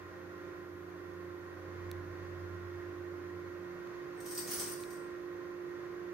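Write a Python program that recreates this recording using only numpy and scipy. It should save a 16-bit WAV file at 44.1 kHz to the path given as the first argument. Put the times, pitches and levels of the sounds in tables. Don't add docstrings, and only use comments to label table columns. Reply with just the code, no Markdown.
import sys
import numpy as np
from scipy import signal
from scipy.fft import rfft, irfft
from scipy.io import wavfile
from scipy.ndimage import uniform_filter1d

SR = 44100
rng = np.random.default_rng(int(sys.argv[2]) if len(sys.argv) > 2 else 0)


def to_wav(s):
    ch = np.atleast_2d(s).T
    pcm = np.round(np.clip(ch, -1, 1) * 32767)
    wavfile.write(sys.argv[1], SR, pcm.astype(np.int16))


N = 270333
TIME = np.arange(N) / SR
FREQ = np.maximum(np.fft.rfftfreq(N, 1 / SR), 1)


def undb(db):
    return 10 ** (np.asarray(db) / 20)


def unit(x):
    return x / np.sqrt(np.mean(x ** 2))


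def fader(rows):
    return undb(np.interp(TIME, *np.transpose(rows)))


def spectrum(rows, column=1):
    rows = np.array(rows)
    return np.interp(np.log(FREQ), np.log(rows[:, 0]), rows[:, column])


def resonance(hz, width):
    return 1 / (1 + (2 * (FREQ - hz) / width) ** 2)


def pan(db):
    return undb(np.array([[.5], [-.5]]) * db)


def eq(x, gain):
    return irfft(rfft(x) * gain, N)


def drift(rate_hz):
    hold = int(SR / rate_hz)
    steps = np.repeat(rng.standard_normal(N // hold + 1), hold)
    return unit(uniform_filter1d(uniform_filter1d(steps, hold), hold)[:N])


def stereo_noise(gain, correlation):
    mid, side = rng.standard_normal((2, N))
    mid = eq(mid, gain * np.sqrt(1 + correlation))
    side = eq(side, gain * np.sqrt(1 - correlation))
    return unit(np.array([mid + side, mid - side]))


def add(out, start_s, sound):
    i = int(start_s * SR)
    out[..., i:i + sound.shape[-1]] += sound[..., :N - i]


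def standing_waves(spacing_hz=14):
    grid_hz = np.arange(0, SR / 2, spacing_hz)
    return np.interp(FREQ, grid_hz, rng.standard_normal(len(grid_hz))) * np.minimum(FREQ / 500, 1)


# time in seconds, relative level in dB.
AIR_RIDE = [(0, -56.5), (1.2, -57), (2.0, -55), (2.7, -56), (3.5, -56), (4.5, -54.5), (5.4, -56),
            (6.13, -55.5)]
# frequency in Hz, gain in dB.
AIR_EQ = [(20, -20), (60, -5.5), (140, 1.5), (235, -2.5), (350, 3), (560, -1.5), (850, -10), (1500, -4.5),
          (2100, -9), (2900, -19.5), (5000, -23.5), (6500, -25), (8500, -42.5), (16000, -50)]
# centre in Hz, width in Hz, boost in dB.
HOUSING_PEAKS = [(393, 15, 5.7), (1048, 124, 11.3), (1200, 13, 1.3), (1464, 163, 5.4), (1856, 120, 6.6)]
# frequency in Hz, left-right correlation.
AIR_IMAGE = [(30, 0.66), (80, 0.59), (300, 0.39), (600, 0.43), (1200, 0.2), (2500, 0.43), (8000, 0.21)]
# frequency in Hz, gain in dB.
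HISS_EQ = [(2000, -7), (6000, -5), (8000, -0.5), (10000, 0), (11500, 4.5), (12300, 3), (13000, 8),
           (16000, -2.5)]


def fan(air_db=4.5, hiss_db=-75, ripple_db=2.5, flutter_db=.5):
    housing_db = sum(db * resonance(hz, width) for hz, width, db in HOUSING_PEAKS)
    shape_db = spectrum(AIR_EQ) + housing_db + ripple_db * standing_waves()
    air = stereo_noise(undb(shape_db), spectrum(AIR_IMAGE))
    level = fader(AIR_RIDE) * undb(air_db + flutter_db * drift(9))
    hiss = undb(hiss_db) * stereo_noise(undb(spectrum(HISS_EQ)), correlation=.24)
    return level * air * pan(-2.3) + hiss


def tone(hz, waver_db, wander_rad):
    phase = 2 * np.pi * (hz * TIME + rng.random()) + wander_rad * drift(2.956)
    return np.sqrt(2) * np.sin(phase) * undb(waver_db * drift(7))


def blades(hz=352.9, start_db=-51, rise_db_per_s=1.0746):
    return undb(start_db + rise_db_per_s * TIME) * tone(hz, waver_db=1.05, wander_rad=.22) * pan(-7)


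# time in seconds, level in dB.
DRONE_RIDE = [(0, -58), (1.4, -58), (1.95, -47.5), (2.95, -51), (3.5, -56.5), (3.95, -80), (4.45, -69),
              (5.15, -77), (6.13, -65)]
# frequency in Hz, gain in dB.
RUMBLE_EQ = [(20, -19), (45, 2), (80, -6), (150, 5), (250, -22), (600, -62)]


def drone(hz=91.2, mains_hz=100.05, mains_db=-13, rumble_db=-17):
    rumble = undb(rumble_db) * stereo_noise(undb(spectrum(RUMBLE_EQ)), correlation=1)
    mains = undb(mains_db) * tone(mains_hz, waver_db=3, wander_rad=.5)
    low_tone = tone(hz, waver_db=1.6, wander_rad=.23)
    return fader(DRONE_RIDE) * (low_tone + mains + rumble) * pan(-4)


# frequency in Hz, level in dB.
MOTOR_TONES = [(176.3, -65.5), (528.9, -64), (800.5, -78), (1057.6, -70.5), (1233.9, -73.5), (1385, -68),
               (1867, -74)]
# frequency in Hz, level in dB.
MAINS_TONES = [(100, -73), (300.1, -60.5), (321, -69.5), (380.6, -64), (400, -69), (451, -71), (500.3, -77)]


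def hum():
    tones = sum(undb(db) * tone(hz, waver_db=2.5, wander_rad=.59) for hz, db in MOTOR_TONES + MAINS_TONES)
    return tones * pan(-2.5)


def appliance(lag_samples=4):
    left, right = blades() + drone() + hum() + fan()
    return np.array([np.roll(left, lag_samples), right])


def reflections(t60_s=.44, treble_t60_s=.33, crossover_hz=8000):
    t = TIME[:SR // 2]
    low, high = rng.standard_normal((2, 2, len(t)))
    low = signal.sosfilt(signal.butter(2, crossover_hz, fs=SR, output="sos"), low)
    high = signal.sosfilt(signal.butter(2, crossover_hz, "high", fs=SR, output="sos"), high)
    tail = low * undb(-60 * t / t60_s) + high * undb(-60 * t / treble_t60_s)
    return tail / np.sqrt(np.sum(tail ** 2, axis=1, keepdims=True))


def room(x, direct_db=-6, grain=1024):
    out = undb(direct_db) * x
    window = signal.windows.cosine(grain)
    for i in range(int(SHAKE_START_S * SR) - grain, int(SHAKE_END_S * SR) + grain, grain // 2):
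        add(out, i / SR, signal.fftconvolve(x[:, i:i + grain] * window, reflections(), axes=1))
    return out


def snap(hz, width):
    wave = signal.lfilter(*signal.iirpeak(hz, hz / width, fs=SR), signal.unit_impulse(SR // 100))
    return wave / np.abs(wave).max()


# start in seconds, level in dB, centre in Hz, width in Hz,
# bright edge in dB relative to the knock.
DRY_TICKS = [(1.915, -32.5, 3670, 2400, -1), (3.873, -48, 2500, 1000, -30), (4.801, -44, 2700, 1000, -25),
             (4.8371, -35.5, 2940, 1200, -30)]


def ticks(bounce_s=.0005, bounce_db=-4):
    out = np.zeros(N)
    for start_s, db, hz, width, edge_db in DRY_TICKS:
        tick = undb(db) * (snap(hz, width) + undb(edge_db) * snap(hz=11000, width=6000))
        add(out, start_s, tick)
        add(out, start_s + bounce_s, undb(bounce_db) * tick)
    return out * pan(-2.2)


# time in seconds, level in dB.
FUR_RIDE = [(4.1, -87), (4.38, -53), (4.69, -51.5), (4.85, -72), (5.3, -85)]
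# frequency in Hz, gain in dB.
FUR_EQ = [(50, -14), (110, -2), (200, 4.5), (500, 1.5), (800, -13.5), (1400, -7), (2300, -10.5),
          (3200, -47), (6000, -46)]


def fur(flutter_db=2):
    brush = stereo_noise(undb(spectrum(FUR_EQ)), correlation=.7)
    return brush * fader(FUR_RIDE) * undb(flutter_db * drift(35)) * pan(.096)


def struck_metal(modes, times, levels_db, detune, scatter_db=1, attack_s=.0015):
    out, t = np.zeros((2, N)), TIME[:SR // 4]
    attack = 1 - np.exp(-t / attack_s)
    for start_s, hit_db in zip(times, levels_db):
        for hz, db, t60_s, pan_db in modes:
            size, shift, phase = rng.standard_normal(3)
            wave = np.sin(2 * np.pi * (hz * (1 + detune * shift) * t + phase))
            envelope = undb(hit_db + db + scatter_db * size) * attack * undb(-60 * t / t60_s)
            add(out, start_s, pan(pan_db) * envelope * wave)
    return out


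# time in seconds, relative level in dB.
SHAKE_RIDE = [(4.13, -84), (4.27, -55), (4.46, -51.5), (4.5, -43.5), (4.56, -50), (4.69, -48.5),
              (4.77, -67), (4.93, -67), (5.1, -90)]
SHAKE_START_S, SHAKE_END_S = SHAKE_RIDE[0][0], SHAKE_RIDE[-1][0]


def jingle(modes, hits, light_db, detune, light_hits=45, spread_db=2):
    slots = np.arange(light_hits) + rng.random(light_hits)
    light_times = np.interp(slots, [0, light_hits], [SHAKE_START_S, SHAKE_END_S])
    shake_db = np.interp(light_times, *np.transpose(SHAKE_RIDE))
    light_levels = shake_db + light_db + spread_db * rng.standard_normal(light_hits)
    main_times, main_levels, _ = np.transpose(hits)
    return struck_metal(modes, np.r_[main_times, light_times], np.r_[main_levels, light_levels], detune)


# frequency in Hz, relative level in dB, seconds to fall 60 dB, pan in dB (left minus right).
BELL_MODES = [(8130, -7, .03, 12), (8315, -1, .045, 11), (8370, -3, .045, 10), (8500, -7, .03, 11),
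              (9100, -11, .04, 6)]
TAG_MODES = [(4759, -3, .03, -4), (5600, -8, .02, -7), (5850, -8, .02, -7), (14149, 0, .04, -2),
             (15680, -14, .04, -1)]
SPLIT_RING_MODES = [(9650, -2, .05, -1), (9695, -2, .05, -2), (15678, -6, .05, -1)]
# start in seconds, relative ring and click levels in dB.
BELL_HITS = [(4.173, -56, -64), (4.203, -47, -49), (4.261, -43, -44), (4.284, -42, -59), (4.310, -33, -42),
             (4.35, -34, -41), (4.381, -30, -46), (4.597, -28.5, -32.5), (4.675, -38, -52),
             (4.805, -45, -46), (4.928, -46, -60), (4.995, -54, -73)]
TAG_HITS = [(4.258, -47, -54), (4.375, -27.5, -38), (4.395, -37, -50), (4.534, -33.5, -41),
            (4.656, -44, -44), (4.718, -39, -54), (4.905, -48, -48.5)]
SPLIT_RING_HITS = [(4.476, -46, -37.5), (4.514, -32, -31.5), (4.538, -34, -43), (4.586, -43, -35),
                   (4.718, -42, -54)]


def collar_jingle():
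    bell = jingle(BELL_MODES, BELL_HITS, light_db=3, detune=.003)
    tag = jingle(TAG_MODES, TAG_HITS, light_db=-3, detune=.001)
    split_ring = jingle(SPLIT_RING_MODES, SPLIT_RING_HITS, light_db=-4, detune=.001)
    return bell + tag + split_ring


def clicks(per_s, spread_db=4):
    size = undb(spread_db * np.clip(rng.standard_normal(N), -1, 1))
    return unit((rng.random(N) < per_s / SR) * rng.choice([-1, 1], N) * size)


# frequency in Hz, gain in dB, pan in dB.
CONTACT_EQ = [(1510, -14, -26), (2400, -3.5, -2), (3500, -6, 5), (5000, 1.5, -2), (5730, 4, -9),
              (7500, -2.5, -0.5), (8200, 3, 2), (9600, 1, 7), (10700, -3, -2), (12300, 1, 1),
              (14300, -2, 3), (16000, -1, -6)]


def collar_rattle(rattle_db=2, chatter_decay_s=.0093, sympathy_db=1.5):
    chatter = np.zeros(N)
    for start_s, _, click_db in BELL_HITS + TAG_HITS + SPLIT_RING_HITS:
        add(chatter, start_s, undb(click_db) * np.exp(-TIME[:SR // 10] / chatter_decay_s))
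    shaking = (TIME > SHAKE_START_S) & (TIME < SHAKE_END_S)
    rattle = undb(rattle_db) * fader(SHAKE_RIDE) * shaking
    contacts = chatter * clicks(per_s=8000) + rattle * clicks(per_s=1500)
    stirred = sum(undb(db) * resonance(hz, width=220) for hz, db, _, _ in TAG_MODES + SPLIT_RING_MODES)
    tint = undb(spectrum(CONTACT_EQ) + sympathy_db * np.minimum(stirred, 1))
    return eq(contacts, tint * pan(spectrum(CONTACT_EQ, column=2)))


def scene():
    return room(collar_jingle() + collar_rattle()) + fur() + ticks() + appliance()


def record(dry, top_hz=15800):
    return signal.fftconvolve(dry, signal.firwin(801, top_hz, fs=SR)[None], "same", axes=1)


dry = scene()
out = record(dry)
to_wav(out)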